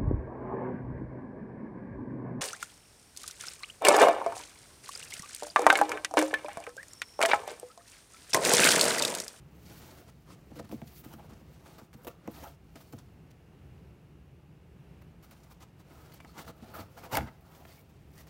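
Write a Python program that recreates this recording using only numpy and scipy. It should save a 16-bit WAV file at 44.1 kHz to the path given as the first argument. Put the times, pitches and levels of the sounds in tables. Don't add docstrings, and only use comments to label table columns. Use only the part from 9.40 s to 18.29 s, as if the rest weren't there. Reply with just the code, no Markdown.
import sys
import numpy as np
from scipy import signal
from scipy.fft import rfft, irfft
from scipy.io import wavfile
from scipy.ndimage import uniform_filter1d

SR = 44100
rng = np.random.default_rng(int(sys.argv[2]) if len(sys.argv) > 2 else 0)


def digitize_waveform(pressure):
    field = np.atleast_2d(pressure).T
    bounded = np.clip(field, -1, 1)
    quanta = np.round(bounded * 32767).astype(np.int16)
    wavfile.write(sys.argv[1], SR, quanta)


N = 392049

# frequency in Hz, relative density in dB per Hz.
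SIZZLE_COLOUR = [(7000, -21), (10000, -12.5), (13000, -4.5), (16000, -3.5)]


def rubbing():
    rasp_level, sizzle_level, panel_level = friction()
    sizzle_flicks = fibres(per_s=3000, spread_db=3.0, patchy_db=1.4)
    sizzle = colour(sizzle_flicks, SIZZLE_COLOUR, 10000, 17600)
    direct = rasp_level * rasp(spread_db=2.5) + sizzle_level * sizzle
    return direct + undb(-2.5) * panel_level * rumble()


# time in seconds, rasp level in dB.
HOLDING = [(0, -82.5), (0.8, -77), (1.1, -77.5), (2.4, -81), (3.2, -85), (3.3, -77), (3.63, -79),
           (4.0, -96), (5.75, -102), (5.9, -77), (6.4, -89), (7.5, -85), (8.5, -78), (8.89, -80)]
HOLDING_SIZZLE_DB, HOLDING_PANEL_DB = -2.5, 9
# start in seconds, attack, hold and release in ms, rasp level in dB,
# drift over the hold in dB, then sizzle and panel drive in dB relative to the rasp.
SLIDES = [(0.08, 223, 270, 160, -61.5, -2, -0.5, 10), (0.85, 59, 26, 35, -62, 1, -9, 7.5),
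          (1.12, 79, 4, 25, -60.5, -5, -3, 12.5), (1.27, 50, 28, 40, -63.5, -2.5, 2, 15),
          (1.34, 30, 75, 30, -75, 1, -1, 14), (1.43, 40, 52, 40, -68, -1, 4, 0),
          (1.47, 96, 47, 33, -65, -4, 10.5, -2), (1.62, 25, 104, 110, -66.5, -2, 3, 10.5),
          (1.76, 40, 50, 30, -75, -2, -4, 16), (1.88, 19, 74, 320, -70, -6, -1, 16),
          (2.08, 37, 130, 34, -74, 1, -3, 10.5), (2.23, 36, 178, 37, -66.5, -3, -3, 10.5),
          (2.49, 94, 123, 17, -80, 7, 7, 18), (2.56, 160, 4, 52, -73, -1, -4, 3),
          (2.7, 200, 20, 12, -72, 1, -8, 17.5), (2.875, 72, 140, 70, -61, -1, 1, 10),
          (3.335, 27, 220, 70, -69.5, -3, 1, 2), (5.79, 60, 234, 60, -74, -6, -3, 10.5),
          (6.07, 45, 4, 72, -71, -6, 2.5, 7), (6.195, 14.4, 26.5, 15, -66, 5, -3, 9),
          (6.36, 40, 4, 34, -69, -1, -6, -3), (6.41, 98, 266, 100, -69, 0, -3, 11),
          (6.79, 44, 83, 33, -73, 5, -2, 8.5), (6.93, 63, 3.3, 30, -55.5, -1.5, -3, 12.5),
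          (7.04, 43, 3, 27, -57.5, 0, 1, 8), (7.06, 240, 10, 150, -67.5, -1, 2, 15.5),
          (7.31, 42, 46, 86, -68.5, 4.5, 0, 16.5), (7.42, 190, 56, 50, -65.5, -3, 1, 14),
          (7.66, 39, 5, 20, -67, 0, 0, 18), (7.772, 3, 12, 90, -59, -5, -4, 17),
          (7.86, 73, 80, 50, -76, -10, 2, 12), (7.96, 201, 40, 140, -67.5, -3, 1, 15),
          (8.2, 86, 120, 60, -65, -4.5, 2, 6), (8.73, 84, 3, 23, -57.5, -4, 0, 1.5),
          (8.83, 60, 10, 10, -68, -1, -6, -6)]
EDGE_DB = -20
# start in seconds, rasp level in dB (the peak is 3 dB above),
# length in ms, share of the length to the peak, then sizzle and panel drive in dB relative to the rasp.
SLIPS = [(0.664, -67, 41, 0.88, -6.5, 10), (1.1, -75, 20, 0.7, -8, 10), (1.152, -62.5, 36, 0.35, -2, 9),
         (1.19, -62, 15, 0.47, -6, 16), (1.238, -72.5, 25, 0.49, -2, 20), (1.29, -73, 14, 0.2, 0, 10),
         (1.312, -65, 35, 0.15, 5, 14), (1.46, -75, 64, 0.23, 3, 0), (1.637, -65, 28, 0.27, -1, 11.5),
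         (1.725, -62.5, 22, 0.6, -2, 5), (1.79, -83.5, 16, 0.29, -12, 12),
         (1.819, -76.5, 54, 0.58, 3, 17.5), (1.889, -74, 36, 0.3, -6, 9), (1.93, -69, 16, 0.4, -8, 6),
         (2.252, -69, 29, 0.53, -5.0, 11), (2.381, -62.5, 29, 0.12, -6, 8.5),
         (2.527, -64.5, 31, 0.46, -3, 7.5), (2.646, -61, 10, 0.2, 5, 1), (2.666, -58.5, 24, 0.64, 7, 14),
         (3.022, -61.5, 32, 0.5, 0, 13), (3.353, -66, 27, 0.21, -6, 15.5), (3.402, -65, 31, 0.38, 0.5, 5),
         (3.522, -65, 20, 0.5, 3, 13), (3.577, -65, 40, 0.2, -8, 4), (3.899, -72, 19, 0.98, -6.0, -2),
         (5.612, -72.5, 16, 0.71, -1, 9), (5.824, -67, 39, 0.33, 2, 1), (5.908, -64.5, 36, 0.19, -8, 4),
         (6.03, -74, 25, 0.4, 1, 4), (6.093, -70.5, 44, 0.66, -1, 13), (6.39, -73.5, 40, 0.36, -5, 11.5),
         (6.531, -79, 30, 0.32, 7, 3), (6.716, -67, 15, 0.35, -3, 12.5), (6.736, -66.5, 13, 0.54, 12.5, 13),
         (6.799, -62, 13, 0.55, -20, 7), (6.974, -60, 74, 0.22, -1, 8),
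         (7.043, -67.5, 16, 0.47, -5.0, 14.5), (7.065, -64.5, 55, 0.65, -5, 16.5),
         (7.222, -71.5, 28, 0.23, -9, 17.5), (7.334, -63, 93, 0.21, 4, 14.5),
         (7.384, -65, 63, 0.12, 4.5, 17.5), (7.567, -63.5, 48, 0.15, -2, 12),
         (7.627, -64.5, 59, 0.26, -4, 17.5), (7.708, -54, 25, 0.64, 0, 10.5),
         (7.722, -45.5, 26, 0.5, -1, 10.5), (7.737, -43.5, 27.4, 0.53, -1, 7.5),
         (7.76, -49, 24, 0.6, 5, 10), (7.781, -57.5, 13, 0.36, -15, 23.5), (7.803, -72, 9.8, 0.65, -9.0, 8),
         (7.864, -74, 37, 0.35, -11, 25.5), (8.252, -71, 6.3, 0.47, -21, 26.5), (8.3, -73, 23, 0.5, 4, 4),
         (8.485, -77.5, 34, 0.4, 2, 4), (8.695, -79, 30, 0.5, -1, -4), (8.775, -77, 58, 0.7, -7, -5),
         (8.865, -71, 19, 0.4, -1, 4)]


def friction():
    def layer_power(rasp_db, sizzle_db, panel_db):
        return undb(2 * (rasp_db + np.array([[0], [sizzle_db], [panel_db]])))

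    t = np.arange(N) / SR
    holding_db = np.interp(t, *np.transpose(HOLDING))
    power = layer_power(holding_db, HOLDING_SIZZLE_DB, HOLDING_PANEL_DB)

    for start, attack_ms, hold_ms, release_ms, db, drift_db, sizzle_db, panel_db in SLIDES:
        corners = start + np.cumsum([0, attack_ms, hold_ms, release_ms]) / 1000
        on = slice(int(start * SR), int(corners[-1] * SR))
        contour_db = np.interp(t[on], corners, [EDGE_DB, 0, drift_db, drift_db + EDGE_DB])
        power[:, on] += layer_power(db + contour_db, sizzle_db, panel_db)
    power = uniform_filter1d(power, size=441)

    for start, db, ms, rise, sizzle_db, panel_db in SLIPS:
        u = np.linspace(0, 1, int(ms * SR / 1000))
        rise = np.clip(rise, .05, .95)
        shape = np.sin(np.pi / 2 * np.minimum(u / rise, (1 - u) / (1 - rise))) ** 2
        stretch = power[:, int(start * SR):int(start * SR) + len(u)]
        stretch += 2 * layer_power(db, sizzle_db, panel_db) * shape[:stretch.shape[1]]
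    return np.sqrt(np.maximum(power, 0))


CATCH_PER_S, CATCH_GAIN, CATCH_MS = 45, 0.42, 5.8


def fibres(per_s, spread_db, patchy_db):
    struck = rng.random(N) < per_s / SR
    size = undb(spread_db * np.minimum(rng.exponential(size=N), 4.0))
    flicks = struck * size * rng.standard_normal(N)
    catches = (rng.random(N) < CATCH_PER_S / SR) * rng.exponential(size=N) * CATCH_GAIN
    grip = 1 + signal.lfilter([1], [1, -np.exp(-1000 / CATCH_MS / SR)], catches)
    contact = flicks / flicks.std() + 1.09 * rng.standard_normal(N)
    return contact * undb(patchy_db * walk(70)) * grip / np.sqrt(np.mean(grip ** 2))


# frequency in Hz, width in Hz, relative level in dB.
CARD_RESONANCES = [(2300, 1500, 8.5), (3060, 1000, -4), (3750, 900, 2.5), (4520, 1000, 1),
                   (5180, 690, -1.5), (5960, 1600, 0.5), (6800, 870, -8.5), (2150, 180, -12),
                   (3150, 120, -7.5), (4420, 200, -7), (5730, 250, -9.5), (7560, 1400, -6),
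                   (8900, 1000, -4.5), (11600, 2100, -13)]


def rasp(spread_db):
    flicks = fibres(per_s=4900, spread_db=2.0, patchy_db=1.5)
    out = undb(-19) * flicks
    for hz, width_hz, db in CARD_RESONANCES:
        band = signal.lfilter(*signal.iirpeak(hz, hz / width_hz, fs=SR), flicks)
        gain = undb(db + spread_db * walk(18))
        out = out + gain * band / band.std() * flicks.std() / 4
    return colour(out, [(600, -24), (1700, 0), (11000, 0), (16000, -8)], 2500, 9000)


# frequency in Hz, relative level in dB,
# 60 dB decay in seconds before damping or grip.
BOX_MODES = [(67.4, -9, 0.15), (97.3, -3, 0.3), (140, 7, 0.076), (220.6, 4.5, 0.086), (302, 2, 0.056),
             (366, -1.5, 0.029), (490, -3, 0.066), (563.5, -2.5, 0.055), (690, 2.5, 0.035),
             (809.5, -1.5, 0.043), (898, 0, 0.028), (990, -5, 0.03), (1133, 2.5, 0.013), (1273, 4.5, 0.033),
             (1400, 4, 0.032), (1660, -3, 0.037), (2146, -6, 0.036)]
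# time in seconds, loudest rumble in octaves above 100 Hz.
FACING = [(0, 1.1), (0.7, 2), (1.2, 1.6), (1.7, 2.3), (2, 2), (2.68, 2.17), (3.5, 2.23), (5.9, 3.2),
          (6.5, 2.35), (7.0, 2.3), (7.6, 2.35), (7.75, 2.56), (7.88, 2.3), (8.3, 2.26), (8.65, 1.6),
          (8.8, 2.6)]
# frequency in Hz, relative density in dB per Hz.
SKIRT_COLOUR = [(300, -20), (1200, 1), (2200, -5.5), (4000, -12.5), (8000, -28)]
SKIRT_DB = -14
GRIP_DAMPING, BEND = 1.73, 0.03
RUB_TILT_DB = -5.5
MUFFLE_DB = 4.5


def rumble():
    force = fibres(per_s=1500, spread_db=2.0, patchy_db=2.5)
    facing = np.interp(np.arange(N) / SR, *np.transpose(FACING))
    out, power = 0, 0
    for hz, db, t60 in BOX_MODES:
        q = np.pi * hz * t60 / GRIP_DAMPING / np.log(1000)
        mode = signal.lfilter(*signal.iirpeak(hz, q, fs=SR), force)
        mode = np.interp(np.cumsum(1 + BEND * walk(9)), np.arange(N), mode)
        tilt_db = RUB_TILT_DB * max(np.log2(hz / 900), 0)
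        gain = undb(db + tilt_db + MUFFLE_DB * walk(24))
        gain = gain * (focus(np.log2(hz / 100), facing, 1.0) + 0.3)
        out = out + gain * mode / mode.std()
        power = power + gain ** 2
    return out / np.sqrt(power) + undb(SKIRT_DB) * colour(force, SKIRT_COLOUR)


def focus(octave, centre, spread):
    return np.exp(-.5 * ((octave - centre) / spread) ** 2)


# start in seconds, peak in dB, favoured pitch in
# Hz, spread of modes in octaves, decay speed of the modes (1 keeps their own decay time).
KNOCKS = [(1.118, -40.5, 341, 0.45, 1.36), (1.167, -46.5, 470, 0.15, 0.63), (1.198, -33, 430, 0.72, 0.89),
          (1.292, -47, 240, 0.45, 0.65), (1.295, -47, 950, 0.16, 1.1), (1.312, -40, 300, 0.5, 1.2),
          (1.326, -30.5, 378, 0.68, 1.06), (1.341, -34.5, 282, 0.47, 1.1), (1.35, -43, 140, 0.35, 0.8),
          (1.418, -39, 700, 0.42, 0.94), (1.422, -34.5, 189, 0.49, 1.06), (1.66, -39.5, 303, 0.6, 1),
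          (1.738, -41.5, 1400, 0.45, 1.15), (1.739, -43, 302, 0.44, 1.2), (1.751, -46.5, 230, 0.37, 0.49),
          (1.796, -46, 700, 0.41, 0.83), (1.919, -45, 248, 0.88, 1.1), (2.014, -45.5, 250, 0.59, 1.7),
          (2.262, -44.5, 564, 1.2, 0.77), (2.416, -42, 354, 1, 1.1), (2.548, -44, 240, 0.7, 0.92),
          (2.647, -44.5, 535, 0.28, 0.94), (2.669, -34.5, 525, 0.35, 0.81), (2.677, -35, 536, 0.34, 1.4),
          (2.878, -28.5, 406, 0.67, 1.02), (3.025, -47, 300, 0.46, 1), (3.036, -40, 875, 0.31, 0.74),
          (3.064, -43.5, 641, 0.25, 0.65), (3.358, -47, 366, 0.84, 0.58), (3.53, -45, 400, 0.98, 1),
          (3.536, -35, 247, 1.2, 1.04), (5.616, -64, 342, 0.7, 1.1), (5.912, -49.5, 317, 1.2, 0.6),
          (6.23, -52, 239, 0.94, 0.77), (6.395, -54, 342, 0.38, 0.58), (6.804, -54, 2190, 0.25, 1.14),
          (6.846, -45, 270, 1.1, 1.6), (6.848, -46.5, 940, 0.29, 0.73), (6.993, -38, 840, 1.1, 1.6),
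          (7.078, -37.5, 1430, 0.36, 1.14), (7.094, -47, 685, 0.78, 0.85), (7.224, -43.5, 212, 0.38, 0.72),
          (7.239, -52, 690, 0.27, 0.99), (7.34, -42, 1320, 0.29, 0.92), (7.386, -38, 378, 0.68, 0.87),
          (7.391, -44, 80.4, 0.42, 1.3), (7.574, -43.5, 820, 0.43, 0.59), (7.634, -57, 408, 0.65, 1.1),
          (7.716, -46, 800, 0.6, 0.75), (7.731, -23.5, 650, 0.4, 1.6), (7.732, -34, 129, 0.39, 1.2),
          (7.738, -30, 920, 0.13, 0.72), (7.753, -26.5, 2200, 0.2, 1.25), (7.761, -28, 713, 0.44, 0.61),
          (7.771, -21.5, 863, 0.37, 0.9), (7.774, -30.5, 311, 0.23, 0.76), (7.777, -32, 56, 0.33, 2.1),
          (7.785, -32, 1960, 0.25, 1.5), (7.787, -33, 855, 0.22, 1.1), (7.795, -31.5, 102.6, 0.9, 0.99),
          (7.807, -36.5, 241, 0.65, 0.84), (7.808, -37, 1990, 0.23, 1.25), (7.809, -39, 900, 0.24, 1.2),
          (7.819, -30, 223.5, 0.59, 0.8), (7.841, -40.5, 99.6, 1.2, 0.96), (7.869, -55, 242, 0.7, 1.5),
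          (7.884, -48, 675, 0.73, 1.7), (8.252, -44.5, 1480, 0.56, 1.35)]
LAG_CYCLES = 2.16


def knocks():
    out, t = np.zeros(N + SR), np.arange(SR // 4) / SR
    hz, mode_db, t60 = np.transpose(BOX_MODES)[:, :, None]
    for start, db, pitch_hz, spread, decay_speed in KNOCKS:
        gain = undb(mode_db) * focus(np.log2(hz), np.log2(pitch_hz), max(spread, .15))
        muffle = decay_speed ** (0.69 * np.log2(hz / 50))
        lag = LAG_CYCLES * np.clip(1 / hz - 1 / pitch_hz, 0, 0.012)
        late = np.maximum(t - lag, 0)
        swell = 1 - np.exp(-late * hz / 0.32)
        decay = np.exp(-np.log(1000) * muffle * late / t60)
        sound = np.sum(gain * swell * np.sin(2 * np.pi * hz * late) * decay, axis=0)
        out[int(start * SR):int(start * SR) + len(t)] += undb(db) * sound / abs(sound).max()
    return out[:N]


# start in seconds, peak of the low band near 2 kHz in dB,
# energy around 6 kHz and around 12 kHz in dB relative to the low band, low-band decay constant in ms.
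CRACKS = [(1.1165, -54, -12, -14, 1.5), (1.1583, -50, -7, -10, 1.9), (1.196, -38.5, -26, -20, 1.2),
          (1.293, -53, -3, -4, 2.5), (1.315, -38.5, -19, -14, 1.5), (1.3255, -49, -11, -12, 1.5),
          (1.4174, -40.5, -12, -22, 2.8), (1.4726, -53, 3, -6, 1.5), (1.64, -56, -8.5, -6.5, 1.5),
          (1.738, -43, -6, -15, 1.4), (1.796, -51, -21, -16, 1.9), (1.9364, -64, -8, -9, 1.5),
          (2.259, -51, -12, -15, 1.7), (2.3833, -47, -4, -12, 1.5), (2.531, -44.5, -9, -14, 1.2),
          (2.648, -48, -9, -10, 2.5), (2.67, -36, -8, -13, 2.3), (2.676, -39, -15, 2, 1.7),
          (2.8759, -39, -4.5, -6, 5.3), (3.036, -43, -7, -6, 1.5), (3.3578, -43, -1, -17, 1),
          (3.4094, -60, -7, -6, 1.5), (3.527, -52, 7, -9, 1.5), (3.5885, -50.5, 6, -16, 1.9),
          (3.9085, -72, -6, -8, 1.5), (5.62, -51, -12, -10, 1.4), (5.833, -61, -9, -9, 1.3),
          (5.912, -48.5, -7, 3.5, 1.5), (6.209, -61, -12, -13, 1.5), (6.6624, -63, -15.5, -17, 1.5),
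          (6.6984, -56, -18.5, -11.5, 1.25), (6.719, -48.5, -15, -6, 1.5), (6.7383, -47, -8, -1, 1.5),
          (6.803, -39.5, -19, -24, 3.6), (6.8483, -43, -8, -20, 2.4), (6.99, -39, -14, -14, 1.7),
          (7.0768, -54, -13, -15, 1.3), (7.337, -49, -17, -15.5, 1.4), (7.3854, -55, -12, -7, 1.7),
          (7.577, -48, -13, -10, 1.5), (7.6246, -49, -17, -27, 1.5), (7.715, -46, -16, -14, 1.5),
          (7.7245, -41, -11, -11, 1.5), (7.7332, -38, -8, -14, 2), (7.7533, -24.5, 1.5, -3, 3.6),
          (7.771, -17, -4, -3, 2.3), (7.7845, -38, -6, -20, 2), (7.787, -40, -10, -24, 1.5),
          (7.8095, -38, -17, -25, 1.6), (8.2518, -46, -19.5, -30, 1.8), (8.78, -50, 4.5, -19, 1.9)]


def cracks():
    out, t = np.zeros(N + SR), np.arange(1024) / SR
    edges_hz = ((900, 2800), (3200, 9000), (9000, 16000))
    bands = [signal.butter(2, edges, "band", fs=SR, output="sos") for edges in edges_hz]
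    noises = rng.standard_normal((len(CRACKS), 1024))
    for (start, db, mid_db, top_db, ms), noise in zip(CRACKS, noises):
        snap = noise + 7.6 * (t == 0)
        low, mid, top = (signal.sosfilt(band, snap * np.exp(-1000 * faster * t / ms))
                         for band, faster in zip(bands, (1, 2.5, 3.5)))
        burst = low / low.std() + undb(mid_db) * mid / mid.std() + undb(top_db) * top / top.std()
        level = undb(db) * low.std() / abs(low).max()
        out[int(start * SR):int(start * SR) + 1024] += level * burst
    return out[:N]


# start in seconds, length in ms, pitch in Hz, level in dB before the swell and fade.
RINGS = [(1.52, 50, 4630, -76), (1.7, 50, 895, -57), (1.7, 25, 2900, -69), (1.705, 44, 1500, -68),
         (1.78, 29.5, 790, -54), (1.795, 24, 2400, -68), (1.89, 49, 1460, -69), (2.679, 11.6, 2560, -52.5),
         (2.7, 21, 1290, -62), (2.935, 20, 3800, -64), (2.96, 17, 2600, -62), (2.98, 18, 3880, -65),
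         (2.99, 24, 1840, -62), (3.032, 16, 6000, -58), (3.07, 18, 3200, -62), (6.505, 27, 2100, -69),
         (6.55, 16, 1350, -65), (6.803, 18, 2300, -62), (6.88, 28, 1300, -63), (3.03, 57, 1330, -54.5),
         (3.04, 49, 800, -55), (6.718, 31, 3070, -70), (6.719, 31, 4420, -66), (6.85, 93, 4400, -70),
         (6.99, 41, 3100, -69), (7.07, 34, 3130, -67), (7.074, 32, 4030, -58.5), (7.33, 43, 4420, -62),
         (7.341, 23, 1320, -54), (7.385, 35, 4500, -60), (7.225, 80, 4100, -74), (7.23, 28, 730, -56),
         (7.58, 35, 2200, -68), (7.63, 37, 2480, -62), (7.7, 28, 950, -51), (7.712, 12, 2000, -54),
         (7.738, 24, 940, -39), (7.764, 14, 9400, -40), (7.774, 12, 2000, -44), (7.774, 18, 856, -36),
         (7.728, 35, 2850, -48), (7.741, 35, 4470, -49), (7.76, 25, 2090, -40), (7.87, 29, 2000, -59),
         (8.265, 91, 4550, -69), (8.269, 20, 3200, -68), (8.29, 39, 2100, -64), (8.754, 75, 1890, -63.5),
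         (8.36, 53, 2250, -68)]
RING_WIDTH = 0.048


def rings():
    out = np.zeros(N)
    noises = rng.standard_normal((len(RINGS), 8192))
    for (start, ms, hz, db), noise in zip(RINGS, noises):
        ring = signal.lfilter(*signal.iirpeak(hz, 1 / RING_WIDTH, fs=SR), noise)
        ring = ring[-int(ms * SR / 1000):]
        swell = np.sqrt(np.hanning(len(ring)))
        out[int(start * SR):int(start * SR) + len(ring)] += undb(db) * ring / ring.std() * swell
    return out


# frequency in Hz, relative density in dB per Hz.
HUM_COLOUR = [(25, -14), (49, -9.5), (66, 0.5), (110, -6.5), (155, -1.5), (225, -14), (380, -15.5),
              (600, -24.5), (820, -25), (1000, -29.5), (2000, -33.5), (2450, -33.5), (2800, -32),
              (3050, -37.5), (3600, -41), (8000, -48.5), (16000, -49.5)]
HUM_DB = -55


def hum():
    noise = colour(rng.standard_normal(N), HUM_COLOUR)
    return undb(HUM_DB + 1.6 * walk(3.31)) * noise


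def undb(db):
    return 10 ** (np.asarray(db) / 20)


def colour(x, points, lo_hz=1., hi_hz=SR):
    hz = np.maximum(np.arange(N // 2 + 1) * SR / N, 1.)
    at_hz, db = np.transpose(points)
    spectrum = rfft(x) * undb(np.interp(np.log(hz), np.log(at_hz), db))
    inside = (hz > lo_hz) & (hz < hi_hz)
    return irfft(spectrum, N) * N / np.sqrt(2 * np.sum(abs(spectrum[inside]) ** 2))


def walk(rate):
    k = int(SR / rate)
    steps = np.repeat(rng.standard_normal(N // k + 1), k)
    return 1.08 * uniform_filter1d(uniform_filter1d(steps, k), k)[:N]


ROOM_T60_S, ROOM_DB = 0.36, -17


def scene():
    box = rubbing() + knocks() + cracks() + rings()
    t = np.arange(SR // 2) / SR
    decay = np.exp(-np.log(1000) * t / ROOM_T60_S)
    tail = rng.standard_normal(len(t)) * decay * (t > .004)
    tail = signal.lfilter([.5], [1, -.5], tail)
    wet = signal.fftconvolve(box, tail / np.sqrt(np.sum(tail ** 2)))[:N]
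    return (box + undb(ROOM_DB) * wet + hum())[None]


TOP_HZ = 15800


def record(dry):
    dry = signal.sosfilt(signal.butter(3, 42, "high", fs=SR, output="sos"), dry)
    return signal.sosfilt(signal.ellip(10, .2, 60, TOP_HZ, fs=SR, output="sos"), dry)


dry = scene()
out = record(dry)
digitize_waveform(out)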